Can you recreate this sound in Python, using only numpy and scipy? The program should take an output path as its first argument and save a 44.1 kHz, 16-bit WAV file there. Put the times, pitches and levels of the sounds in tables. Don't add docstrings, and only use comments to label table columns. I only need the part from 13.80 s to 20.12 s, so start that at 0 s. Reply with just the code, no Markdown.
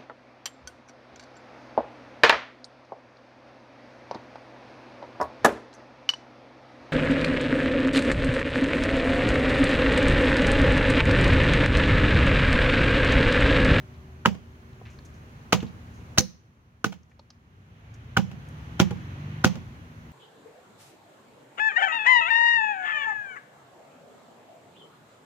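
import sys
import numpy as np
from scipy import signal
from scipy.fft import rfft, irfft
from scipy.io import wavfile
from scipy.ndimage import uniform_filter1d

SR = 44100
rng = np.random.default_rng(int(sys.argv[2]) if len(sys.argv) > 2 else 0)


def master_out(mix):
    frames = np.transpose(np.atleast_2d(mix))
    ceiling = np.clip(frames, -1, 1)
    pcm = np.round(ceiling * 32767).astype(np.int16)
    wavfile.write(sys.argv[1], SR, pcm)


def level_to_linear(level):
    exponent = np.asarray(level, float) / 20
    return 10 ** exponent


N = 278712

# pitch_hz, level_db, t60_s
BLOCK_MODES = [(239, -0.5, 0.097), (304, 1, 0.02), (370.8, -3.5, 0.062), (468, -0.5, 0.035),
               (505, 0, 0.061), (640, -8, .03), (812, 0, .045), (940, -17, .03), (1100, -9, 0.041)]


def evened(x):
    return x / np.sqrt(np.mean(x ** 2) + 1e-20)


def read(points, hz):
    f, value = np.transpose(points)
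    return np.interp(np.log(hz + 1), np.log(f + 1), value)


def add(mix, start_s, sound):
    part = mix[..., round(start_s * SR):][..., :sound.shape[-1]]
    part += sound[..., :part.shape[-1]]


def ring(modes, detune=1):
    hz, db, t60 = np.transpose(modes)[..., None]
    t = np.arange(SR // 3) / SR
    waves = np.sin(2 * np.pi * (hz.T * detune).T * t)
    return (level_to_linear(db - 60 * t / t60) * waves).sum(0)


def contacts():
    # start_s, clack_db, thud_db, splat_db, squeeze_ms
    full_blows = [(0.457, -3.5, -10.5, -19.5, 3.84), (1.7262, -8, -10, -16.5, 4.3),
                  (2.3830, -5, -3, -2, 1.95), (3.0422, 2, -5, -14, 4.96), (4.368, -3, -4, -18.5, 6.2),
                  (4.9997, -10.5, -5.5, -16.5, 1.83), (5.6448, -3.5, -7, -15, 1.54)]
    # start_s, clack_db, splat_db, squeeze_ms
    touches = [(.4519, -13.5, -37, 4.4), (1.7238, -21, -20.5, 3.1), (2.3752, -20.5, -24, 7.2),
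               (4.3660, -12, -43, 4.7), (4.9935, -20, -29, 12.7), (5.6400, -14, -27, 6.1)]
    # start_s, thud_db, splat_db, squeeze_ms
    rebounds_and_slap = [(.544, -36, -53.5, 10.1), (1.826, -22.5, -44, 4.6), (3.1222, -38.5, -33, 9.3),
                         (4.5133, -34, -46.5, 5.1), (5.1067, -22.5, -43, 6.3), (5.7543, -30, -45, 4.2)]
    rows = []
    for s, clack, thud, splat, ms in full_blows:
        rows.append((s, clack, thud, splat, 0.76 * (splat + 12.5), ms))
    for s, clack, splat, ms in touches:
        rows.append((s, clack, -39, splat, -4, ms))
    for s, thud, splat, ms in rebounds_and_slap:
        rows.append((s, splat + 0.5, thud, splat, -5, ms))
    return rows


def blows():
    # pitch_hz, level_db, t60_s
    log_modes = [(1092, -15, .06), (1304.5, -3.5, .06), (1446, 0, 0.084), (1656, -7.5, 0.017),
                 (2320, -19.5, 0.054), (2900, -10.5, 0.054), (3200, -22, 0.03)]
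    # pitch_hz, level_db relative to the contact's thud, t60_s
    thud_modes = [(205, 5, 0.016), (120, -18.5, 0.13), (71.4, -33, 0.12)]
    # pitch_hz, level_db relative to the contact's thud, t60_s
    hollow_modes = [(140, -12, 0.12), (173, -11, 0.3), (193, -6, 0.24)]
    # pitch_hz, relative level_db per Hz
    splat_colour = [(300, -23), (600, -5), (1000, -1), (1600, -6.5), (2200, -4), (3000, -3), (4200, -9),
                    (6000, -6), (9000, -15), (12000, -18), (16500, -14)]
    # pitch_hz, change_db
    sharper = [(300, -1.5), (1500, 1.5), (3200, 1.03), (4250, 2.5), (4900, 1.98), (6100, 3), (7500, 2),
               (10500, 2.5), (16500, 2)]
    hollow_delay_s = 0.0172
    knock, thud, hollow = np.zeros((3, N))
    splat = np.zeros((2, N))
    t, hz = np.arange(16384) / SR, np.fft.rfftfreq(16384, 1 / SR)
    rows = contacts()
    noises = rng.standard_normal((len(rows), 4, 16384))
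    for (s, clack_db, thud_db, splat_db, sharp, ms), (grit, *water) in zip(rows, noises):
        squeeze = ms / 1000
        after = np.maximum(t - squeeze, 0)

        force = grit * (t < squeeze) * 0.5 / np.sqrt(squeeze * SR)
        force[2] += 1
        clack = signal.fftconvolve(uniform_filter1d(force[:1000], size=5), ring(log_modes))[:8192]
        clack *= np.minimum(t[:8192] / (0.34 * squeeze), 1)
        clack *= level_to_linear(-60 * after[:8192] / 0.013)
        add(knock, s, level_to_linear(clack_db) * clack / abs(clack).max())

        deepest = s + 0.55 * squeeze
        grind = grit[::-1][:3000] * level_to_linear(-60 * t[:3000] / 0.083)
        detune = 1 + 0.043 * grit[-len(BLOCK_MODES):]
        body = signal.fftconvolve(grind, ring(BLOCK_MODES, detune))
        body /= abs(body).max()
        add(knock, deepest, level_to_linear(thud_db - 4.5) * body)
        add(hollow, deepest + hollow_delay_s, level_to_linear(thud_db - 11) * body)
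        add(thud, deepest, level_to_linear(thud_db) * ring(thud_modes))
        add(hollow, deepest + hollow_delay_s, level_to_linear(thud_db) * ring(hollow_modes))

        colour = level_to_linear(read(splat_colour, hz) + sharp * read(sharper, hz))
        both, left, right = evened(irfft(rfft(water) * colour))
        drops = level_to_linear(2.5 * evened(uniform_filter1d(grit, 150)))
        rise = level_to_linear(splat_db) * np.minimum(t / (0.22 * squeeze), 1)
        spray = np.array([left, right]) * drops * level_to_linear(-4.5 - 60 * after / 0.09)
        add(knock, s, rise * both * level_to_linear(-60 * after / 0.0063))
        add(splat, s, rise * spray)

        add(thud, s, ring([(58, 6 + 3 * splat_db, 0.06)]))

        patter = uniform_filter1d([right, left], size=5, axis=1)
        add(splat, s, rise * patter * level_to_linear(-24.5 - 60 * after / 0.45))
    soft = signal.windows.hann(60)
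    thud, hollow = signal.oaconvolve([thud, hollow], soft[None] / soft.sum(), axes=1)[:, :N]
    return knock, splat, thud, hollow


def strap():
    # start_s, level_db, centre_hz, length_ms to fall 14 dB
    rustles = [(0.139, -63.5, 3500, 17), (.93, -65.5, 3260, 13), (1.053, -52, 2340, 66),
               (1.10, -66.5, 6530, 100), (1.25, -57, 7500, 25), (1.34, -70, 6000, 61),
               (1.804, -46, 2900, 18.7), (1.865, -59, 3920, 34), (2.14, -69, 6450, 110),
               (3.295, -65.5, 6190, 46), (4.14, -52, 6490, 17), (4.688, -59.5, 8700, 9.9)]
    # start_s, ring_db, ring pitch factor for the spot, tick_db, tick_hz
    knot_taps = [(1.013, -40, 0.89, -67, 900), (1.188, -48, 2.1, -56, 4270), (3.232, -65, 1.84, -56, 6100),
                 (3.315, -45, 2.2, -44.5, 2070), (3.393, -32, 1.11, -38, 3980),
                 (3.503, -41, 1.5, -36.5, 4800), (3.55, -53, 1.33, -70, 905)]
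    out = np.zeros((2, N))
    t, hz = np.arange(8192) / SR, np.fft.rfftfreq(8192, 1 / SR)
    bursts = [(*row, 0.7) for row in rustles]
    bursts += [(s, db, f, 7, 0.45) for s, *_, db, f in knot_taps]
    noises = rng.standard_normal((len(bursts), 3, 8192))
    for (s, db, centre_hz, ms, share), noise in zip(bursts, noises):
        grains = level_to_linear(2.5 * evened(uniform_filter1d(noise[2], 60)))
        stereo = rfft(noise[:2] + 0.63 * noise[1::-1])
        resonance = 1 / (1 + (2 * (hz / centre_hz - 1) / share) ** 2)
        band = evened(irfft(stereo * resonance))
        envelope = level_to_linear(db - 14 * t / (ms / 1000)) * np.minimum(t / 0.0008, 1)
        add(out, s, envelope * grains * band)
    for s, block_db, spot, *_ in knot_taps:
        light = np.diff(ring(BLOCK_MODES, spot)[:8193])
        light *= level_to_linear(-60 * t / 0.08) * np.minimum(t / 0.002, 1)
        add(out, s, level_to_linear(block_db) * light / abs(light).max())
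    return out


def yard(x):
    # pitch_hz, t60_s
    echo_decay = [(250, 0.41), (1000, 0.09), (3000, 0.15), (6000, 0.32), (12000, 0.25)]
    taps = np.zeros((6, SR // 2))
    jitter = rng.integers(0, 20, (6, (SR // 2 - 201) // 20))
    at = np.arange(200, SR // 2 - 20, 20) + jitter
    np.put_along_axis(taps, at, rng.choice([-1., 1.], at.shape), 1)
    hz, t, z = signal.stft(taps, SR, nperseg=256)
    z = z * level_to_linear(-60 * t / read(echo_decay, hz)[:, None])
    tails = signal.istft(z, SR, nperseg=256)[1]
    turn = np.arange(N) * np.pi / SR / 2 + np.arange(3)[:, None] * np.pi / 3
    shares = np.repeat(np.sqrt(2 / 3) * np.cos(turn) * x, 2, axis=0)
    wet = signal.fftconvolve(shares, tails / np.linalg.norm(tails[0]), axes=1)[:, :N]
    return wet.reshape(3, 2, N).sum(0)


def wander(rate_hz):
    noise = uniform_filter1d(rng.standard_normal(N), 999)
    return evened(signal.lfilter([1], [1, -np.exp(-2 * np.pi * rate_hz / SR)], noise))


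def wash(spectrum, patchy_db):
    # pitch_hz, likeness (-1 to 1)
    likeness = [(60, 1), (130, .97), (290, 0.86), (640, 0.49), (1300, -0.64), (2400, 0), (16000, -0.2)]
    # pitch_hz, left minus right level_db
    balance = [(60, 3), (180, -1.5), (550, -0.5), (1650, 0), (4970, -4.5), (15000, 3)]
    frames, hz = N // 512 + 5, np.fft.rfftfreq(2048, 1 / SR)
    a, b, c, d, patches = rng.standard_normal((frames, 1025, 5)).T
    patches = evened(uniform_filter1d(uniform_filter1d(patches, 20, axis=0), 8, axis=1))
    same = np.clip(read(likeness, hz), -1, 1)[:, None]
    left = a + 1j * b
    right = same * left + np.sqrt(1 - same ** 2) * (c + 1j * d)
    z = np.array([left * level_to_linear(read(balance, hz))[:, None], right])
    z *= level_to_linear(read(spectrum, hz)[:, None] + patchy_db * patches)
    return evened(signal.istft(z, nperseg=2048, noverlap=1536)[1][:, :N])


def vehicle():
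    # time_s, level_db
    pass_level = [(3.3, -59), (4.1, -39.5), (4.75, -44), (5.2, -38.5), (5.55, -36.5), (6, -52.5),
                  (6.35, -52.5)]
    # pitch_hz, level_db
    exhaust = [(40, -5), (70, -4.5), (105, -3), (150, -2), (185, -14), (300, -11), (450, -25.5)]
    # multiple of the cycle rate, level_db
    orders = [(3, -14), (4, 2), (5, -3), (6, 0), (7, -15), (8, 3), (9, -6), (10, -15), (11, -9), (12, -13),
              (13, -9), (14, -7), (15, -7)]
    # pitch_hz, relative level_db per Hz
    roar_colour = [(60, -11), (200, -8), (400, -23.5), (900, -20.5), (1800, -20), (3200, -24), (4500, -38),
                   (6500, -40.5), (8000, -53)]
    pull_s, lift_s = 4.1, 5.56
    t = np.arange(N) / SR
    level_db = np.interp(t, *np.transpose(pass_level))
    cycles_hz = 25.3 - 8.3 * np.clip(lift_s - t, 0, lift_s - pull_s)
    cycles_hz -= 9.5 * np.maximum(t - lift_s, 0)
    cycles_hz -= 4.5 * np.clip(pull_s - t, 0, 1)
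    turns = np.cumsum(cycles_hz) / SR
    engine = np.zeros(N)
    for k, db in orders:
        order_db = db + read(exhaust, k * cycles_hz) + 1.5 * wander(3.9)
        engine += level_to_linear(order_db) * np.sin(2 * np.pi * (k * turns + rng.random()))
    return level_to_linear(level_db) * engine + level_to_linear(0.67 * level_db - 23.5) * wash(roar_colour, 0.9)


def hum():
    # pitch_hz, rms level_db at the start, change in dB per s, width_hz (wavers by a quarter)
    tones = [(55, -52.5, -0.1, 3), (78.4, -48.5, -2, 1.2), (111.3, -57, 0, 2.9), (134.3, -54.5, -9, 5.7),
             (236.4, -61, 0.5, 9.3), (379, -60.5, -7, 5.7), (610, -68, -15.5, 8)]
    t = np.arange(N) / SR
    out = np.zeros(N)
    for hz, db, slope_db, width_hz in tones:
        gain = np.sqrt(2) * level_to_linear(db + slope_db * t + 0.76 * wander(3.0))
        pitch_hz = hz + 0.25 * width_hz * wander(1.9)
        out += gain * np.sin(2 * np.pi * np.cumsum(pitch_hz) / SR)
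    return out


def air():
    # pitch_hz, relative level_db per Hz
    air_colour = [(25, -4.5), (60, -1), (118, -5.5), (197, -13.5), (260, -17.5), (400, -22), (634, -27),
                  (1280, -26.5), (2750, -34.5), (4130, -43), (6500, -46.5), (9000, -48), (16500, -54.5)]
    # time_s, level_db
    air_level = [(0, -44), (.6, -47.5), (1.5, -43), (2.4, -41.5), (3.201, -43.5), (4.5, -40.5),
                 (6.4, -43.5)]
    level_db = np.interp(np.arange(N) / SR, *np.transpose(air_level))
    return level_to_linear(level_db) * wash(air_colour, 0.5)


def scene():
    knock, splat, thud, hollow = blows()
    near, rustle = knock + thud, strap()
    lag = np.exp(-2j * np.pi * np.fft.rfftfreq(N, 1 / SR) * 1e-4)
    left = level_to_linear(-1.5) * irfft(rfft(near) * lag, N) - 0.26 * hollow
    direct = np.array([left, near + hollow])
    echoes = level_to_linear(-13.5) * yard(knock + 0.4 * thud + 0.8 * rustle[0])
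    hiss = level_to_linear(-72.5) * rng.standard_normal((2, N))
    return direct + splat + rustle + echoes + vehicle() + hum() + air() + hiss


def roll_off(x):
    return signal.sosfilt(signal.butter(12, 17270, fs=SR, output="sos"), x)


def record(dry):
    # pitch_hz, level_db
    mic_colour = [(20, -32.5), (45, -15), (80, -1.5), (120, 1), (3600, 1), (4200, 4), (4900, 1),
                  (5600, 2.5), (6200, 5.5), (6900, 2), (7800, -5.5), (11000, -2.5), (15500, -2.5),
                  (17000, -7)]
    log_gain = np.log(level_to_linear(read(mic_colour, abs(np.fft.fftfreq(8192, 1 / SR)))))
    colour = np.fft.ifft(np.exp(np.conj(signal.hilbert(log_gain)))).real[:4096]
    heard = signal.oaconvolve(dry, colour[None], axes=1)[:, :N]

    sharp_power = uniform_filter1d((np.diff(heard, prepend=0) ** 2).mean(0), 200)
    sharp_db = 10 * np.log10(abs(sharp_power) + 1e-12)
    regained_db = np.arange(N) * 10.3 / SR
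    over_db = np.maximum.accumulate(2 * (sharp_db + 15) + regained_db) - regained_db
    duck_db = signal.lfilter([0.008], [1, -1 + 0.008], np.clip(over_db, 0, 12))
    clipped = np.clip(heard / level_to_linear(duck_db), -0.86, 0.86)

    lowpass = signal.firwin(255, 16200, window=("kaiser", 9), fs=SR)
    mix = signal.oaconvolve(clipped, lowpass[None], "same", axes=1)
    return roll_off(mix)


dry = scene()
out = record(dry)
master_out(out)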